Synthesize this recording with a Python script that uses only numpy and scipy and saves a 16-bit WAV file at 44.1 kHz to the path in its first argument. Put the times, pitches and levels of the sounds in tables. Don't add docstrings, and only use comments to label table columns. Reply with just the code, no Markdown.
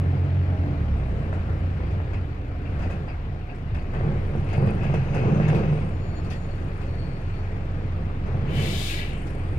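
import sys
import numpy as np
from scipy import signal
from scipy.fft import rfft, irfft, next_fast_len
from scipy.io import wavfile
from scipy.ndimage import uniform_filter1d, map_coordinates

SR = 44100
rng = np.random.default_rng(int(sys.argv[2]) if len(sys.argv) > 2 else 0)


def boost_factor(decibels):
    exponent = np.asarray(decibels, float) / 20
    return 10 ** exponent


def unload_audio(sound):
    columns = np.transpose(np.atleast_2d(sound))
    steps = np.round(np.clip(columns, -1, 1) * 32767)
    wavfile.write(sys.argv[1], SR, steps.astype(np.int16))


N = 422478
T = np.arange(N) / SR


def evened(x):
    return x / np.sqrt(np.mean(x ** 2) + 1e-20)


def read(points, hz):
    f, value = np.transpose(points)
    return np.interp(np.log(hz + 1), np.log(f + 1), value)


def follow(rows):
    s, *columns = np.transpose(rows)
    return [np.interp(T, s, c) for c in columns]


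def during(rows, edge_s=0.03):
    return np.clip(np.minimum(T - rows[0][0], rows[-1][0] - T) / edge_s, 0, 1)


def drift(per_s):
    knots = rng.standard_normal(400)
    steps = map_coordinates(knots, [T[::64] * per_s + 1], order=3).repeat(64)
    return uniform_filter1d(steps, size=64)[:N]


def noise(points, patchy_db=0.0, size=1024):
    hop, hz = size // 4, np.fft.rfftfreq(size, 1 / SR)
    a, b = rng.standard_normal((2, 2, N // hop + 5, len(hz)))
    patches = rng.standard_normal(a.shape[1:])
    for axis in (0, 1):
        patches = uniform_filter1d(patches, size=10, axis=axis)
    z = (a + 1j * b) * boost_factor(read(points, hz) + patchy_db * evened(patches))
    return evened(signal.istft(z.transpose(0, 2, 1), nperseg=size, noverlap=size - hop)[1][:, :N])


def hiss(points):
    size = next_fast_len(N)
    colour = boost_factor(read(points, np.fft.rfftfreq(size, 1 / SR)))
    return evened(irfft(rfft(rng.standard_normal((2, size))) * colour, size)[:, :N])


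def resonate(x, hz, width):
    r = np.exp(-np.pi * width / SR)
    stage = [1, 0, -1, 1, -2 * r * np.cos(2 * np.pi * hz / SR), r * r]
    return evened(signal.sosfilt([stage, stage], x + 1e-18))


def modes(x, table):
    return evened(sum(boost_factor(db) * resonate(x, hz, width) for hz, width, db in table))


def struck(x, points):
    log_gain = np.log(boost_factor(np.maximum(read(points, abs(np.fft.fftfreq(8192, 1 / SR))), -100)))
    taps = np.fft.ifft(np.exp(np.conj(signal.hilbert(log_gain)))).real[:4096]
    return signal.oaconvolve(x, taps[None], axes=1)[:, :N]


def impulses(times, db):
    clicks = np.zeros((1, N))
    clicks[0, (np.asarray(times) * SR).astype(int)] = boost_factor(db)
    return clicks


def blows(times, db, t60, rise):
    out, t = np.zeros(N), np.arange(SR // 2) / SR
    for s, d in zip(times, db):
        part = out[round(s * SR):][:len(t)]
        hit = (1 - np.exp(-t / rise)) * boost_factor(d - 60 * t / t60)
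        part[:] = np.hypot(part, hit[:len(part)])
    return out


def swells(rows, lean=1.0):
    power = np.zeros(N)
    for s, length, db in rows:
        inside = (T > s) & (T < s + length)
        power[inside] += boost_factor(2 * db) * np.sin(np.pi * ((T[inside] - s) / length) ** lean) ** 2
    return np.sqrt(power)


def pulsing(turns, depth, fall):
    return evened(uniform_filter1d(1 + depth * np.exp(-(turns % 1) / fall), size=250))


# t/s, f/Hz
FIRING_RATE = [(0.0, 44.4), (0.35, 45.8), (0.55, 45), (0.72, 41.8), (0.93, 35), (1.15, 30), (1.33, 29.3),
               (2.45, 29.6), (3.44, 27.1), (4.0, 23.21), (5.55, 21.79), (6.05, 22.35), (7.79, 22.38),
               (9.58, 22.45)]


def firing():
    per_s, = follow(FIRING_RATE)
    return per_s, np.cumsum(per_s) / SR + 0.3


def firing_clicks(turns):
    return (np.diff(np.floor(turns), prepend=0) > 0) * boost_factor(2.0 * rng.standard_normal((1, N)))


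# t/s, level/dB
ROAD = [(0, 4.5), (1.9, 1), (2.55, -9), (2.86, 6), (3.15, -8), (3.88, -8), (4.0, 8.5), (4.3, 3), (4.5, 5.5),
        (4.56, 9), (5.05, 9), (5.27, 16), (5.55, 16.5), (5.78, 8.5), (5.94, 0), (8.15, -1.5), (8.6, 12.5),
        (8.9, 1.5)]
# t/s, level/dB
ROLLING = [(0, 2), (1.1, 2), (1.9, 4.5), (2.5, -0.5), (2.8, 4.5), (3.05, -4), (3.25, 5), (3.5, -5.5),
           (3.75, 4.5), (4.5, -0.5), (7.9, 0), (8.45, 2), (8.9, -8.5), (9.5, 2.5)]


def road():
    return follow(ROAD) + follow(ROLLING)


# f/Hz, level/dB (per Hz)
RUMBLE = [(7.1, -27.5), (12, -2), (38, -9.5), (75, 3), (96, 3), (113, -3), (135, 0), (166, -17.5),
          (183, -8.5), (220, -17), (290, -45.5), (480, -120)]


def rumble(rough_db, rolling_db):
    level_db = -33 + rolling_db + 0.076 * rough_db
    return boost_factor(level_db) * noise(RUMBLE, 0.64, size=4096)


# f/Hz, level/dB (per Hz)
ROAR = [(110, -27), (180, -6.5), (252, -3), (424, -8), (561, -11.5), (728, -13), (928, -17), (1780, -20),
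        (2450, -22), (3360, -32.5), (4610, -38), (5450, -44.5), (11100, -60), (12600, -60.5), (15500, -69)]
# f/Hz, level/dB (per Hz)
COMBUSTION = [(120, -52), (280, 2.5), (450, -10.5), (750, -5), (900, -20.5), (2500, -32.5), (4000, -57)]


def roar(turns, firings, rough_db, rolling_db):
    level_db = -39.5 + 0.27 * rough_db + 0.084 * rolling_db
    steady = pulsing(turns, 0.29, 0.43) * noise(ROAR, 1.2)
    return boost_factor(level_db) * (steady + 0.22 * evened(struck(firings, COMBUSTION)))


# f/Hz, level/dB (per Hz)
SHAKE = [(59, -41), (100, -7.5), (143, 4.5), (179, -5), (210, -4.5), (253, -22.5), (315, -13), (350, -16.5),
         (389, -13.5), (452, -15.5), (544, -14.5), (597, -23), (735, -20.5), (960, -29), (1600, -32.5),
         (2080, -58), (3520, -120)]
# f/Hz, width/Hz, level/dB
BODY = [(109.1, 10, -1), (132.44, 11, 2), (155.2, 5.8, -1), (199.4, 16, -8), (350.2, 26, -9),
        (443.3, 28, -8), (553, 36, -17), (776.4, 36, -16.5), (1020, 370, -12.5)]
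# t/s, peak level/dB
KNOCKS = [(3.961, -19.5), (4.009, -18), (4.047, -17.5), (4.091, -18), (4.352, -16), (4.534, -17),
          (4.581, -12), (4.626, -10.5), (4.674, -12), (4.714, -17.5), (4.808, -19.5), (4.854, -15.5),
          (4.899, -13.5), (4.941, -9), (5.165, -13.5), (5.212, -17.5), (5.357, -31.5), (5.4, -7),
          (5.531, -11.5), (5.579, -17.5), (5.726, -14), (7.811, -25.5), (8.344, -23.5), (8.525, -27.5),
          (8.573, -19.5), (9.529, -20.5)]


def body(turns, firings, rough_db):
    level_db = -34.5 + rough_db + 1.9 * drift(11.0)
    judder = evened(firings) + 1.2 * rng.standard_normal((1, N))
    out = boost_factor(level_db - 3.5) * pulsing(turns, 0.096, 0.98) * noise(SHAKE, 1.0, size=2048)
    out += boost_factor(level_db - 11) * modes(judder, BODY)
    s, db = np.transpose(KNOCKS)
    hits = impulses(s, db + 20)
    return out + boost_factor(-39) * (modes(hits, BODY) + 0.87 * evened(struck(hits, SHAKE)))


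# t/s, ring peak level/dB, thud level/dB and treble level/dB relative to the ring
RATTLES = [(1.328, -42, 5.5, -21), (1.487, -53.5, 16.5, -28), (1.91, -47.5, 0.5, -19),
           (2.002, -61, 16, -34), (2.1312, -37.5, -0.5, -27), (2.6455, -48, 1, -36), (2.729, -50, 7, -24.5),
           (2.7913, -41, 2.5, -21), (2.82, -38.5, 2, -23.5), (2.901, -45.5, 9.5, -11.5),
           (3.0772, -38, 1, -36), (3.4847, -48, 6, -36), (3.5494, -57, 1, -8), (3.7458, -35.5, -1.5, -25.5),
           (3.819, -53.5, 10, -14), (3.934, -40, 7.5, -25.5), (4.486, -38, 0.5, -25),
           (4.529, -35, 2.5, -22), (4.669, -36, -3, -25), (4.805, -48, 5, -18), (4.833, -40.5, 6, -15.5),
           (4.938, -33, 1, -22), (5.1444, -38, 7.5, -16), (5.406, -37, 6, -29), (5.482, -31.5, 2, -19),
           (5.5474, -33.5, -6, -19.5), (6.246, -45.5, 1, -17.5), (6.301, -42.5, -4.5, -12),
           (6.308, -41, 0.5, -12), (6.8134, -40.5, -3.5, -23), (8.259, -43, 3, -21.5),
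           (9.2696, -45, -4, -14)]
# f/Hz, width/Hz, level/dB
PANEL = [(2506, 410, 12.5), (2230, 300, 9), (4800, 340, -9)]
# start t/s, length t/s, level/dB
BUZZ = [
    (4.47, 0.46, -49),
    (4.81, 0.56, -45.5),
    (5.13, 0.49, -44),
    (5.42, 0.56, -42.5),
]
# start t/s, length t/s, level/dB
FIZZ = [
    (.8, 1.3, -70.5),
    (2.66, 0.57, -70),
    (3.85, 3.3, -67.5),
    (6.2, 2.4, -67),
    (8.75, 0.79, -60.5),
]
# f/Hz, level/dB (per Hz)
THUD = [(350, -17.5), (600, 10), (1200, -0.5), (2000, 1), (2600, -56)]
CLACK = [(2200, -26), (3200, 4), (4600, -5), (5600, -8.5), (7000, -33)]
CLATTER = [(3500, -27.5), (5500, 3), (6500, 2.5), (9000, -3), (11000, -11), (15500, -19.5)]


def rattles():
    t60 = 0.22
    s, db, thud_db, treble_db = np.transpose(RATTLES)
    clack_db = 2 - 0.5 * thud_db + 0.85 * treble_db
    graininess = evened(uniform_filter1d(rng.standard_normal(N), size=120))
    grains = rng.standard_normal((2, N)) * boost_factor(2.3 * graininess)
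    ring = np.hypot(blows(s, db - 4.5, t60, 0.0096), swells(BUZZ, lean=0.27))
    out = ring * modes(grains, PANEL)
    out += blows(s, db + thud_db - 4, 2 * t60, 0.0003) * hiss(THUD)
    out += blows(s, db + clack_db - 3, t60, 0.001) * hiss(CLACK)
    fizz = boost_factor(-94) + boost_factor(-6.5) * swells(FIZZ, lean=0.57)
    bright = np.hypot(blows(s, db + treble_db - 3, 1.1 * t60, 0.0005), fizz)
    return out + bright * noise(CLATTER, 3, size=512)


# t/s, peak level/dB
SLAPS = [
    (1.329, -23),
    (2.002, -27.5),
    (2.134, -28.5),
    (4.010, -22),
    (4.785, -30),
    (4.945, -29),
    (5.401, -20),
    (6.311, -38),
]


def slaps():
    hits = impulses(*np.transpose(SLAPS))
    rung = struck(hits, THUD)
    return rung * hits.max() / abs(rung).max()


# t/s, f/Hz, peak level/dB
CHIMES = [(2.133, 2610, -53), (2.135, 4800, -72), (2.648, 2650, -51), (2.822, 2550, -53),
          (2.822, 4820, -63.5), (2.905, 2530, -51), (2.905, 4850, -69), (3.079, 2620, -52),
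          (3.08, 4770, -63), (3.486, 2600, -52), (3.486, 4600, -69), (3.79, 4560, -65), (4.49, 4500, -61),
          (4.535, 4600, -62), (4.672, 2500, -47), (4.836, 2600, -48), (4.94, 2590, -48.5),
          (5.17, 2500, -47), (5.57, 4460, -62), (6.305, 4800, -57), (6.309, 1880, -47), (6.308, 2780, -53),
          (6.247, 4500, -64), (6.247, 2420, -63), (6.31, 3400, -54), (2.65, 2400, -53), (3.08, 2350, -53),
          (2.135, 2070, -59), (4.58, 4600, -66), (4.63, 4700, -67), (4.675, 4700, -65), (8.475, 2500, -49),
          (8.475, 6500, -70), (1.329, 1850, -61), (4.94, 1910, -51), (4.488, 2620, -56)]


def chimes():
    out, white = np.zeros((2, N)), rng.standard_normal((2, N))
    t, hold_s, t60, spread = T[:SR // 4], 0.03, 0.12, 0.093
    for s, hz, db in CHIMES:
        a = round(s * SR)
        b = a + len(t)
        envelope = (1 - np.exp(-t / 0.0022)) * boost_factor(db - 60 * np.maximum(t - hold_s, 0) / t60)
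        out[:, a:b] += envelope * resonate(white[:, a:b], hz, spread * hz)
    return out


# first t/s, last t/s, rate f/Hz, ring f/Hz
TICKS = [
    (4.1866, 4.76, 23.04, 9450),
    (5.012, 5.47, 45, 6420),
    (5.7142, 5.9, 22.55, 8300),
    (6.1131, 7.36, 22.57, 8900),
    (9.0902, 9.58, 23.01, 9000),
]
# peak level/dB, ring level/dB, growth to the end level/dB
TICKS_DB = [(-58.5, 5, 6), (-59, 2, 3), (-56, -10, 1), (-61.5, -6, 0), (-54, -13, -5.5)]


def ticks():
    out, white = np.zeros((2, N)), rng.standard_normal((2, N))
    for (first, last, per_s, hz), (db, ring_db, growth_db) in zip(TICKS, TICKS_DB):
        s = np.arange(first, last, 1 / per_s)
        place = np.linspace(-1, 1, len(s))
        size_db = db + growth_db * place - 3 * place ** 2 + rng.standard_normal(len(s))
        table = [(hz, 500, ring_db), (0.95 * hz, 2600, 0), (6950, 300, -14)]  # Hz, width Hz, dB
        clicks = impulses(s, size_db)
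        rung = modes(clicks, table)
        out += rung * clicks.max() / abs(rung).max()
        out += 0.5 * blows(s, size_db, 0.03, 0.0003) * modes(white, table)
    return out


# f/Hz, width/Hz, start t/s, end t/s, level/dB
SINGING = [(290.5, 6.8, -.3, 1.1, -44.5), (4600, 300, 4.45, 4.8, -72), (8500, 3400, 9.0, 9.7, -71),
           (291, 5.2, 1.8, 2.9, -48.5), (633, 2.3, -.2, 1.3, -51), (690, 13, -1, 1.7, -52.5),
           (724, 18, 1.5, 4.3, -55.5), (808, 24, -.3, 1.2, -52.5), (5340, 180, 4.9, 6.6, -76),
           (5800, 200, 5, 6.0, -72), (6480, 150, 4.8, 5.9, -69), (7390, 100, 5.3, 5.5, -78),
           (8150, 250, 4.74, 4.83, -74), (8100, 250, 4.93, 5.1, -76), (4800, 250, 5.0, 5.3, -70),
           (8600, 300, 5.1, 5.45, -77.5), (9400, 300, 4.8, 5.6, -86), (8400, 2200, 5.68, 5.95, -72.5),
           (13000, 1500, 5.52, 5.6, -76.5), (5400, 830, 9.26, 9.33, -68), (4760, 90, 9.27, 9.5, -79),
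           (150.2, 7, 5.05, 5.85, -28.5), (18, 5.5, 2.6, 3.05, -39), (87.8, 10, 1.3, 2.0, -35.5),
           (62.4, 8, 1.7, 2.4, -38), (80.6, 12, 3.1, 3.9, -37.5), (147, 7.3, 4.55, 5.05, -34),
           (110.7, 9.7, 5.2, 5.85, -32.5), (18.1, 5, 2.05, 2.2, -39.5), (88, 16, 2.65, 3.0, -34),
           (91.4, 12, 4.45, 4.75, -31.5), (4900, 900, 6.245, 6.258, -60), (150, 18, 8.2, 8.55, -36.5),
           (5000, 1600, 4.48, 5.1, -72.5), (7000, 150, 6.4, 6.5, -81), (7900, 500, 6.3, 6.4, -77)]


def singing():
    out, white = np.zeros((2, N)), rng.standard_normal((2, N))
    for hz, width, start, end, db in SINGING:
        a, b = max(round(start * SR), 0), min(round(end * SR), N)
        swell = np.sqrt(abs(np.sin(np.pi * (T[a:b] - start) / (end - start))))
        level = boost_factor(db + 2.5 * drift(11.0)[a:b])
        out[:, a:b] += level * swell * resonate(white[:, a:b], hz, width)
    return out


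# f/Hz, width/Hz, level/dB, slope/dB per s
WHINE = (12400, 500, -86, -.9)


def whine(turns):
    hz, width, db, slope_db = WHINE
    line = resonate(rng.standard_normal((2, N)), hz, width)
    return boost_factor(db + slope_db * T) * pulsing(turns, 2.5, 0.3) * line


SQUEAL_HZ = (4435, 6849)
# start t/s, length t/s, level/dB
LOW_SQUEAL = [(5.5, .2, -67), (5.92, .1, -71), (5.99, .14, -62), (6.08, .14, -58), (6.23, .05, -65),
              (6.27, .16, -63), (6.41, .05, -65), (6.45, .17, -62), (6.79, .08, -67), (6.85, .15, -65),
              (6.93, .2, -58), (7.09, .15, -62), (7.23, .07, -65), (7.3, .14, -63), (7.42, .25, -71),
              (7.65, .3, -71)]
# start t/s, length t/s, level/dB
HIGH_SQUEAL = [(5.9, .09, -74), (5.98, .12, -71), (6.05, .1, -70), (6.13, .09, -66), (6.23, .02, -70),
               (6.27, .015, -70), (6.31, .09, -68), (6.38, .09, -68), (6.46, .1, -76), (6.54, .06, -77)]


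def squeals():
    out, white = np.zeros((2, N)), rng.standard_normal((2, N))
    for hz, rows in zip(SQUEAL_HZ, (LOW_SQUEAL, HIGH_SQUEAL)):
        line = np.cos(2 * np.pi * (hz * T + rng.random((2, 1))))
        fuzzy = line + 0.25 * resonate(white, hz, 45)
        out += boost_factor(3 + 1.2 * drift(40.0)) * swells(rows) * fuzzy
    return out


# t/s, level/dB
AIR = [(8.46, -24), (8.51, -14.5), (8.56, -6), (8.62, -2), (8.83, 1), (8.91, 1), (9.0, -4.5), (9.035, -8.5),
       (9.1, -14.5), (9.16, -24.5), (9.25, -32)]
# f/Hz, level/dB (per Hz)
NOZZLE = [(820, -45), (1400, -31), (1710, 5), (1860, -20), (1940, 4.5), (2110, -1), (2270, 8), (2510, -0.5),
          (2790, 7), (2890, -10), (3000, 9.5), (3300, -12), (4290, -33.5), (7260, -120)]
EDGE = [(2400, -22), (3100, -4), (3520, 4.5), (3850, 2), (4240, -1.5), (5200, -12), (6500, -19),
        (9000, -63.5)]
JET = [(2940, -18), (5000, -2.5), (5600, -8.5), (6740, -6.5), (12300, -15), (14500, -18), (15500, -21.5)]


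def air():
    flow_db, = follow(AIR)
    open_valve = during(AIR)
    keep = np.exp(-1 / (0.012 * SR))
    levels_db = [-37.5 + 0.45 * flow_db, -39 + 1.07 * flow_db]
    duct, edge = signal.lfilter([1 - keep], [1, -keep], open_valve * boost_factor(levels_db))
    jet = open_valve * boost_factor(-45.5 + 1.34 * flow_db) * hiss(JET)
    return duct * noise(NOZZLE, 2.3) + edge * noise(EDGE, 0.97) + jet * boost_factor([[1.5], [-3]])


# t/s, f/Hz, level/dB
GEARS = [(0, 133, -33), (.5, 138, -40), (.8, 143, -41), (1.2, 145, -46.5), (1.6, 146, -49), (1.9, 152, -48),
         (2.3, 150, -53.5)]


def gears():
    hz, db = follow(GEARS)
    return during(GEARS) * boost_factor(db + 4.5) * np.cos(2 * np.pi * np.cumsum(hz) / SR)


# t/s, level/dB
LOAD = [(0, 1), (.55, 2.5), (.7, 2.5), (.82, 1.5), (.95, 4), (1.3, -4), (2.4, -1.5), (3.44, -2.5),
        (4.0, -1.5), (5.5, -3.5), (6.05, -5), (7.8, -3.5), (9.3, -3.5), (9.58, -2)]
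# multiple of the firing rate, level/dB
ORDERS = [(1, -27.5), (2, -25), (2.5, -52), (3, -30), (3.5, -46), (4, -28.5), (5, -32.5), (5.5, -59),
          (6, -29.5), (6.5, -49), (7, -42), (8, -36), (9, -37)]
# f/Hz, level/dB
BOOM = [(22, 2.5), (29, -5.5), (37, -2), (46, -14.5), (58, -6.5), (70, -2.5), (90, 1.5), (115, -6),
        (190, -12.5), (250, -29), (380, -40)]
# t/s, level/dB above the first, further level/dB above the third
COASTING = [(0, 3, -1), (1.0, -1.5, -2.5), (1.3, 3.5, -6.5), (1.9, 2, -8.5), (2.4, -1.5, -7),
            (3.0, -6.5, -5.5), (3.3, -4.5, -3.5), (3.9, -3.5, -3.5), (4.2, 0.2, -0.3), (8.8, -0.4, 1.5),
            (9.1, 1.7, -4), (9.58, -1, -2.5)]
SHUDDER = [(4, 0), (5, .35), (6, .65), (7, .9), (8, .3), (9, .3)]


def engine(per_s, turns, rough_db):
    (load_db,), (coast_db, upper_db) = follow(LOAD), follow(COASTING)
    out = np.zeros(N)
    for k, db in ORDERS:
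        waver = drift(3.0)
        level_db = db + 0.5 + load_db + read(BOOM, k * per_s)
        level_db += (0.7 + 0.25 * k) * waver
        level_db += coast_db * (k > 1) + upper_db * (k > 3.2)
        level_db += np.interp(k, *np.transpose(SHUDDER), left=0) * np.maximum(rough_db, 0)
        out += boost_factor(level_db) * np.cos(2 * np.pi * (k * turns + rng.random()) + 0.036 * k * waver)
    return out


def scene():
    per_s, turns = firing()
    firings = firing_clicks(turns)
    rough_db, rolling_db = road()
    out = rumble(rough_db, rolling_db) + roar(turns, firings, rough_db, rolling_db)
    out += body(turns, firings, rough_db)
    out += rattles() + slaps() + chimes() + ticks()
    out += singing() + whine(turns) + squeals() + air()
    return out + gears() + engine(per_s, turns, rough_db)


# f/Hz, coherence
SAME = [(60, 1.0), (130, 0.99), (290, 0.93), (640, 0.8), (1200, 0.24), (2500, 0.24), (5000, 0.24),
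        (15000, 0.082)]
# f/Hz, level/dB
BALANCE_DB = [(60, -1), (110, 0.5), (200, -3), (380, 0.5), (700, 1.5), (1290, 6), (2380, 5.5), (4400, 8),
              (8120, 10.5), (15000, 13)]
# f/Hz, t/s
LAG_S = [(60, 0.000073), (300, 0.00036), (600, 0.00024), (1000, 0.00031), (15000, 0.000453)]


def ports(dry):
    wide = np.pad(dry, ((0, 0), (2048, 2048)), "reflect", reflect_type="odd")
    size = next_fast_len(wide.shape[1])
    hz, (a, b) = np.fft.rfftfreq(size, 1 / SR), rfft(wide, size)
    same, tilt = np.clip(read(SAME, hz), 0, 1), boost_factor(read(BALANCE_DB, hz) / 2)
    left = a * tilt * np.exp(2j * np.pi * hz * read(LAG_S, hz))
    right = (same * a + np.sqrt(1 - same ** 2) * b) / tilt
    return irfft(np.array([left, right]), size)[:, 2048:2048 + N]


def band_limit(x):
    return signal.sosfilt(signal.butter(12, 15700, fs=SR, output="sos"), x)


def record(dry):
    ceiling = 0.42
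    mix = ports(ceiling * np.tanh(dry / ceiling))
    return band_limit(mix)


dry = scene()
out = record(dry)
unload_audio(out)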